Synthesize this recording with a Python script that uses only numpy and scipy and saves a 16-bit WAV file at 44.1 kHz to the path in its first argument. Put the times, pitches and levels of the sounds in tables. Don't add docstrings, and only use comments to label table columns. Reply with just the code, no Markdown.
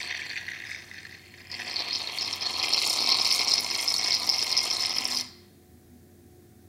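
import sys
import numpy as np
from scipy import signal
from scipy.fft import rfft, irfft, next_fast_len
from scipy.io import wavfile
from scipy.ndimage import uniform_filter1d, map_coordinates

SR = 44100
rng = np.random.default_rng(int(sys.argv[2]) if len(sys.argv) > 2 else 0)


def unload_audio(sound):
    columns = np.transpose(np.atleast_2d(sound))
    steps = np.round(np.clip(columns, -1, 1) * 32767)
    wavfile.write(sys.argv[1], SR, steps.astype(np.int16))


N = 294676
TIME = np.arange(N) / SR


def amp(db):
    return 10 ** (np.asarray(db) / 20)


def unit(x):
    return x / np.sqrt(np.mean(x ** 2) + 1e-20)


def along(points, hz):
    point_hz, values = np.transpose(points)
    return np.interp(np.log(hz + 1), np.log(point_hz + 1), values)


def curves(rows):
    seconds, *columns = np.transpose(rows)
    return [np.interp(TIME, seconds, column) for column in columns]


def wobble(rate):
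    return map_coordinates(rng.standard_normal(N // 20), [TIME * rate])


def filtered(x, response):
    size = next_fast_len(N + SR // 2)
    spectrum = rfft(x, size) * response(np.fft.rfftfreq(size, 1 / SR))
    return irfft(spectrum, size)[..., :N]


def modes(table):
    def response(f):
        total = 0
        for k, (centre, width, db) in enumerate(table):
            damping = 1j * f * width
            total = total + (-1) ** k * amp(db) * damping / (centre * centre - f * f + damping)
        return total
    return response


def steep(table):
    return lambda f: modes(table)(f) ** 2


def bursts(fast_db, slow_db):
    level_db = fast_db * wobble(450) + slow_db * (wobble(120) + 0.53 * wobble(40))
    return 11 * np.tanh(level_db / 11)


# start_s, flow_db, foam (0-1, foam in the spout),
# lean_db (upper whistle over lower), mids_db, treble_db
SPURTS = [
    [(0.0, -33.5, 0.16, -10, -4, 2), (.15, -40.5, 0.03, -12.5, -2.5, 0), (.38, -42.5, 0, -12.5, -2, 1.5),
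     (.62, -45, 0, -2, 0.5, -1.5), (.73, -40, .1, 17, -5, 2.5), (.8, -46.5, 0.14, 10, 0, 3.5),
     (1.14, -49.5, 0.05, -0.5, -4, 3), (1.24, -55, 0.11, -1, 1.5, 8), (1.47, -51.5, 0.16, -1, 2, 2)],
    [(1.49, -55, 0.3, 0, 7, 2), (1.5, -41.5, 0.34, 5, 0, -5), (1.59, -35, 0.06, 2.5, -2, 3),
     (1.74, -35, 0.55, -9, 3, -0.5), (1.8, -32, 0.33, -13.5, 2.5, -4), (1.96, -32, 0.6, -12, -2.5, -3),
     (2.16, -33, 0.43, -8, 1.5, 1), (2.4, -33.5, 0.63, -2.5, 1.5, -3), (2.6, -28, 0.75, 2, 1.5, 0),
     (2.75, -27.5, .9, -2.5, 3, -1), (2.9, -28.5, .9, -1, 1, 4.5), (3.15, -25.5, 0.92, -3.5, 2, -2),
     (3.35, -28, 1, 0, 0.5, 4.5), (3.55, -28.5, .9, -1.5, 0, -1), (3.85, -30, 0.75, 5, -0.5, 6.5),
     (4.1, -26, 0.8, 1, -6, 0), (4.3, -28.5, 0.86, 3, -1.5, -3), (4.55, -29, 0.78, 1.5, -0.5, 0.5),
     (4.8, -29, 0.71, 0.5, -3, 1.5), (5.05, -30.5, 0.67, 9.5, 0.5, 3.5), (5.22, -32.5, 0.82, -0.5, -2.5, 4)],
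]
FLOW_SHARE = {"bowl": (-10.5, -13.5), "hollow": (-2, -22.5), "spout": (-5.5, -15), "lower": (-10.5, -4.5),
              "upper": (-13, -5), "fizz": (-22.5, -16), "air": (-27.5, -21.5)}
# centre_hz, width_hz, level_db (all but the bowl's are squared in steep)
HOLLOW_MODES = [(1667, 420, 0.5), (1990, 230, 2.5), (2500, 250, -3), (3650, 350, -0.5), (5750, 350, -4),
                (6380, 300, -6.5)]
SPOUT_MODES = [(2080, 170, 1), (2442, 320, 2), (2676, 357, 1), (3265, 250, -0.5)]
LOWER_WHISTLE = [(3663, 460, -4), (4282, 330, 4.5), (4720, 350, -0.5)]
UPPER_WHISTLE = [(5107, 560, 15), (6000, 410, 3.2)]
BOWL_MODES = [(316, 300, -5.5), (732, 92, 3), (1019, 179, 4.5), (1329, 226, 0)]
FIZZ_MODES = [(5850, 565, 0.6), (7480, 1300, 1), (9250, 690, -1)]
# pitch_hz, relative density_db (per Hz)
AIR_SHAPE = [(6000, -42), (9500, -8), (10500, -3.5), (12100, -8), (13000, -11.5), (14500, -11),
             (15700, -21)]
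SURGE_DB, OWN_SURGE_DB, SURGES_PER_S = 0.7, 1.2, 11
VALVE_SHUTS_S, CLOSING_DB_PER_S = 5.205, 244.5


def sputter():
    flow_db, foam, lean_db, mids_db, treble_db = curves(np.vstack(SPURTS))
    common_db = bursts(fast_db=7.5, slow_db=2.0)
    shared_db = flow_db + SURGE_DB * wobble(SURGES_PER_S)

    def share_db(name):
        clear_db, foam_db = FLOW_SHARE[name]
        return clear_db + foam * (foam_db - clear_db)

    def jet(common_part, own_db):
        level_db = common_part * common_db + bursts(own_db, 0.5 * own_db)
        return amp(level_db) * rng.standard_normal(N)

    def gain(db, hz):
        return amp(db + shared_db + OWN_SURGE_DB * wobble(SURGES_PER_S)) + rush(hz)

    hollow = unit(filtered(jet(0.8, 2.1), steep(HOLLOW_MODES)))
    spout = unit(filtered(jet(0.59, 4.0), steep(SPOUT_MODES)))
    lower = unit(filtered(jet(0.906, 3.7), steep(LOWER_WHISTLE)))
    upper = unit(filtered(jet(1.0, 3.5), steep(UPPER_WHISTLE)))
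    surging = gain(share_db("hollow"), 2070) * hollow
    surging += gain(share_db("spout") + mids_db, 3030) * spout
    surging += gain(NOZZLE_DB, NOZZLE_HZ) * nozzle(jet)
    surging += gain(share_db("lower") - lean_db / 2, 4350) * lower
    surging += gain(share_db("upper") + lean_db / 2, 5210) * upper

    flicker_db = treble_db + 2.5 * wobble(14)
    bowl = unit(filtered(jet(0.65, 1.5), modes(BOWL_MODES)))
    fizz = unit(filtered(jet(0.419, 6.9), steep(FIZZ_MODES)))
    air = unit(filtered(jet(0.5, 8.6), lambda f: amp(along(AIR_SHAPE, f))))
    even = amp(share_db("bowl") + 0.6 * mids_db) * bowl
    even += amp(share_db("fizz") + flicker_db) * fizz
    even += amp(share_db("air") + 0.8 * flicker_db) * air

    closing = amp(-CLOSING_DB_PER_S * np.clip(TIME - VALVE_SHUTS_S, 0, None))
    return closing * (surging + amp(flow_db) * even)


# pitch_hz, relative density_db (per Hz)
FLOOR_SHAPE = [(20, -37), (45, -27), (70, -31), (100, -11), (140, -9.5), (330, -15.5), (390, -17),
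               (520, -25.5), (750, -24.5), (850, -35), (1250, -35.5), (1800, -30.5), (2400, -36.5),
               (2900, -40.5), (3700, -36.5), (9000, -36), (15800, -35)]
# pitch_hz, drift_hz, waver_db, level_db (at mid-scene, before the waver)
HUM_LINES = [(59.4, 4.4, 2.8, -71), (88.4, 3, 2.5, -58), (109.7, 3.6, 2.8, -63.5), (209, 3, 3, -65.5),
             (289.6, 2.7, 2.8, -69.5), (353, 1.7, 2.5, -60.5), (420, 2.2, 2.5, -73.5), (737, .3, 0.3, -71),
             (14730, 1.2, 2, -84)]
# middle_s, length_s, level_db
TONE_SWELLS = [(1.67, .2, -56), (2.3, 0.15, -73), (3.62, 0.096, -53), (3.976, 0.12, -60),
               (4.24, .25, -54.5), (5.12, 0.34, -47), (5.77, 0.073, -60), (5.95, 0.15, -58.5),
               (6.198, .2, -59), (6.593, 0.086, -60.5)]
FLOOR_DB, HUM_GROWS_DB_PER_S = -57.5, 0.13
SWELL_HZ, SWELL_DRIFT_HZ, SWELL_REST_DB = 243.3, 2.5, -69.5


def background():
    def line(hz, drift_hz, waver_db):
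        cycles = np.cumsum(hz + drift_hz * wobble(8.2)) / SR
        return amp(waver_db * wobble(15)) * np.sin(2 * np.pi * cycles)

    noise = filtered(rng.standard_normal(N), lambda f: amp(along(FLOOR_SHAPE, f)))
    hum = sum(amp(db) * line(hz, drift_hz, waver_db) for hz, drift_hz, waver_db, db in HUM_LINES)
    growth = amp(HUM_GROWS_DB_PER_S * (TIME - TIME.mean()))
    swell = amp(SWELL_REST_DB)
    for middle, length, db in TONE_SWELLS:
        swell = swell + amp(db) * np.exp(-(2 * (TIME - middle) / length) ** 2)
    tone = swell * line(SWELL_HZ, SWELL_DRIFT_HZ, waver_db=2.4)
    return amp(FLOOR_DB) * unit(noise) + growth * hum + tone


# start_s, level_db (envelope peak), pitch_hz
GAS_POPS = [(0.0028, -28, 2210), (0.008, -36, 4480), (0.0217, -35, 4590), (0.03, -22, 4240),
            (0.0484, -38, 4430), (0.0614, -32.5, 2290), (0.1007, -30.5, 2240), (0.1113, -28.5, 1960),
            (0.1252, -31.5, 2100), (0.1448, -31, 2170), (0.1934, -26, 1820), (0.2175, -26.5, 2250),
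            (0.3114, -30, 2000), (0.3578, -30, 2380), (0.3641, -29, 2030), (0.3701, -32, 2090),
            (0.3742, -30, 2020), (0.4812, -27.4, 1980), (0.5138, -34, 2090), (0.6377, -32, 2000),
            (0.6921, -39, 2150), (0.7146, -27.5, 2150), (0.7465, -30, 2230), (0.9128, -37, 1940),
            (0.9433, -37.5, 1930), (1.0516, -34, 1820), (1.125, -38.5, 1990), (1.3386, -43, 1990),
            (1.5149, -32, 4830), (1.5199, -32.5, 4810), (1.5481, -29.5, 4830), (1.6968, -25, 4380),
            (1.7601, -14.5, 4350), (1.7655, -18, 4430), (1.7917, -16.5, 4310), (1.93, -14.5, 4940),
            (1.9347, -24.5, 4920), (1.9389, -21, 5120), (1.9514, -16.5, 4790), (1.9556, -20.5, 4930),
            (2.0174, -21, 4360), (2.1858, -10, 4430), (2.2099, -18, 5280), (2.2192, -17.5, 5160),
            (2.2278, -23.5, 5180), (2.2468, -19, 5020), (2.3277, -16.5, 4950), (2.4098, -19, 4890),
            (2.4555, -20.5, 4720), (2.5305, -24.5, 5250), (2.5373, -22, 4320), (2.5622, -19.5, 4300),
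            (2.6275, -16, 5190), (2.7266, -15, 4340), (2.7343, -12.5, 5200), (2.7774, -11, 4410),
            (2.7889, -15, 4820), (2.833, -19.5, 4340), (2.8492, -14.5, 4470), (2.8986, -12.5, 5260),
            (2.9897, -11, 4770), (3.062, -14, 5180), (3.072, -18, 4360), (3.0883, -14, 4830),
            (3.1008, -16.5, 4440), (3.1139, -11, 4450), (3.1441, -13, 4310), (3.1557, -14.5, 4450),
            (3.2116, -19, 5200), (3.248, -14, 4730), (3.2548, -12, 4710), (3.2744, -15, 4450),
            (3.3052, -10.5, 5000), (3.3228, -14, 5450), (3.3269, -18, 5440), (3.341, -19, 5340),
            (3.3468, -22, 5530), (3.3803, -19, 4360), (3.4134, -21.5, 5040), (3.4811, -17, 5310),
            (3.486, -16.5, 5450), (3.5152, -10.5, 4830), (3.5197, -18.5, 5340), (3.5374, -14.4, 5180),
            (3.5796, -14, 5310), (3.586, -18.9, 5500), (3.7102, -18, 5250), (3.7512, -18.5, 5560),
            (3.8016, -20.5, 5340), (3.8783, -15.5, 5100), (3.8841, -16.8, 5360), (3.8893, -14, 5210),
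            (3.9405, -12, 4350), (3.9639, -14, 5250), (3.9815, -15.5, 5500), (3.9942, -17.5, 5510),
            (4.0322, -17, 4300), (4.0695, -19.5, 5280), (4.1076, -15, 5330), (4.1183, -14.1, 4520),
            (4.122, -16, 4590), (4.1306, -19, 5290), (4.1341, -18, 4800), (4.1388, -18.5, 5090),
            (4.2918, -10, 5170), (4.3049, -17, 5210), (4.324, -19.5, 5310), (4.3277, -19.5, 5320),
            (4.3399, -18, 5210), (4.3833, -16, 5430), (4.389, -19, 5210), (4.4224, -21.5, 5400),
            (4.4267, -24, 5250), (4.4917, -21.5, 5100), (4.5273, -15.5, 5160), (4.5677, -11.5, 5110),
            (4.5728, -15, 4900), (4.5767, -14, 5180), (4.5844, -17.5, 5520), (4.7019, -16, 5140),
            (4.7078, -18, 5470), (4.7123, -16, 5370), (4.8037, -17, 5200), (4.8071, -17, 5200),
            (4.8484, -22.5, 5400), (4.9388, -18.5, 5210), (4.9454, -23.5, 5390), (4.9666, -23.5, 5210),
            (5.0532, -23, 5350), (5.1157, -16, 5050), (5.1464, -16, 5100), (5.166, -18, 4810),
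            (5.1714, -10, 4890), (5.1918, -20.5, 5150)]


def pops():
    out, t = np.zeros(N + 999), np.arange(700) / SR
    phases = rng.uniform(0, 2 * np.pi, len(GAS_POPS))
    for (start, db, hz), phase in zip(GAS_POPS, phases):
        u = t / (0.00095 * (5000 / hz) ** 0.5)
        envelope = u ** 2 * np.exp(2 - 2 * u)
        out[round(start * SR):][:len(t)] += amp(db) * envelope * np.sin(2 * np.pi * hz * t + phase)
    return out[:N]


RUSH_DB, RUSH_S = -16.5, 0.02
REACH = 0.14


def rush(hz):
    start, db, pitch = np.transpose(GAS_POPS)
    near = np.exp(-(np.log(pitch / hz) / REACH) ** 2)
    kicks = np.bincount(np.round(start * SR).astype(int), near * amp(db + RUSH_DB), N)
    return signal.fftconvolve(kicks, np.exp(-TIME[:SR // 4] / RUSH_S))[:N]


# start_s, pitch_hz
ECHO_NOTCH = [(0, 1355), (.8, 1060), (1.2, 1140), (1.5, 1194), (2, 1550), (2.5, 1583), (3.2, 1544),
              (5.3, 1563)]


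def table_echo(x):
    notch_hz, = curves(ECHO_NOTCH)
    dull = filtered(x, lambda f: 1 / np.sqrt(1 + (f / 3500) ** 2))
    echo = map_coordinates(dull, [np.arange(N) - SR / (2 * notch_hz)])
    return x + 0.72 * echo


# pitch_hz, t60_s
KITCHEN_DECAY = [(300, 0.94), (2000, 0.82), (3500, 1), (5000, 0.49), (7000, 0.56), (12000, 0.063)]


def kitchen(x):
    out, step = np.zeros(N + 2 * SR), SR // 3
    for k in range(0, N, step):
        hz, t, z = signal.stft(rng.standard_normal(SR * 2 // 3), SR, nperseg=256)
        late = amp(-60 * t / along(KITCHEN_DECAY, hz)[:, None])
        early = 2.6 * amp(-60 * t / 0.041)
        tail = signal.istft(z * (late + early), SR, nperseg=256)[1]
        wet = signal.fftconvolve(x[k:k + step], tail / np.linalg.norm(tail))
        out[k + 150:][:len(wet)] += wet
    return out[:N]


# start_s, level_db (envelope peak before noise and high-pass), pitch_hz (band centre)
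FOAM_SPITS = [(0.0299, -39, 7960), (0.0637, -41, 8660), (0.0765, -42, 8680), (0.1733, -45, 7330),
              (1.3381, -51, 6610), (1.5142, -41, 6710), (1.6601, -40, 6710), (1.6965, -40, 6710),
              (1.7919, -41, 8970), (1.9834, -33.5, 7170), (1.9906, -36.5, 6710), (2.1954, -38, 6710),
              (2.2191, -36, 6790), (2.33, -36.5, 8820), (2.3579, -37, 14090), (2.5066, -37, 10870),
              (2.6353, -32.5, 7300), (2.6445, -32.5, 7270), (2.6515, -32, 7700), (2.6857, -29, 9110),
              (2.6919, -28, 8910), (2.8527, -19.5, 7160), (2.8632, -20, 7040), (2.8742, -23, 8910),
              (2.901, -22, 8800), (3.0097, -29, 8620), (3.1687, -28, 8300), (3.1748, -26, 7460),
              (3.2555, -28, 7380), (3.2739, -27, 9080), (3.3256, -20, 9000), (3.3471, -30, 11920),
              (3.3571, -28, 8890), (3.5412, -30, 9160), (3.6063, -24.5, 10850), (3.776, -26, 8730),
              (3.8108, -23, 8890), (3.8215, -25, 9150), (3.8414, -30, 11840), (3.9413, -24, 8930),
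              (3.9855, -28, 8620), (4.0848, -30, 7440), (4.1477, -29.5, 10220), (4.1993, -31.5, 9070),
              (4.2686, -33, 11830), (4.3991, -30, 7630), (4.4387, -29.5, 9250), (4.5177, -28, 8830),
              (4.5777, -31, 9270), (4.6328, -28, 8820), (4.6518, -27, 8830), (4.7367, -29.5, 9150),
              (4.7733, -31, 8890), (4.8088, -31, 9090), (4.8634, -29, 9010), (4.893, -30, 8970),
              (4.9742, -31.5, 10170), (5.043, -25, 7440), (5.075, -29.5, 9120), (5.0819, -29, 7500),
              (5.1714, -29.5, 9130), (5.209, -30, 7200)]


def spits():
    out, t = np.zeros(N + 999), np.arange(300) / SR
    u = t / 0.0008
    noises = rng.standard_normal((len(FOAM_SPITS), len(u)))
    for (start, db, hz), noise in zip(FOAM_SPITS, noises):
        crack = np.sin(2 * np.pi * hz * t) * (1 + 2.5 * uniform_filter1d(noise, size=7))
        out[round(start * SR):][:len(u)] += amp(db) * u * np.exp(1 - u) * crack
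    return filtered(out[:N], lambda f: (1j * f / 6500) ** 2 / (1 + 1j * f / 6500) ** 2)


NOZZLE_S, NOZZLE_HZ, NOZZLE_SAG_HZ_PER_S = 2.95, 2263, 75
NOZZLE_HALF_WIDTH_HZ, NOZZLE_DB = 51, -15


def nozzle(jet):
    since = TIME - NOZZLE_S
    cycles = np.cumsum(NOZZLE_HZ - NOZZLE_SAG_HZ_PER_S * since) / SR
    carrier = np.exp(2j * np.pi * cycles)
    real, imaginary = (filtered(jet(0.6, 3.5), lambda f: 1 / (1 + 1j * f / NOZZLE_HALF_WIDTH_HZ))
                       for _ in range(2))
    band = (carrier * (real + 1j * imaginary)).real
    return np.clip(since / 0.08, 0, 1) * unit(band)


def scene():
    spray = sputter() + pops() + spits()
    can = filtered(spray, lambda f: (1j * f / (150 + 1j * f)) ** 2)
    return (table_echo(can) + amp(-11.5) * kitchen(can) + background())[None]


TOP_HZ = 15800


def record(dry):
    return filtered(dry, lambda hz: hz < TOP_HZ)


dry = scene()
out = record(dry)
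unload_audio(out)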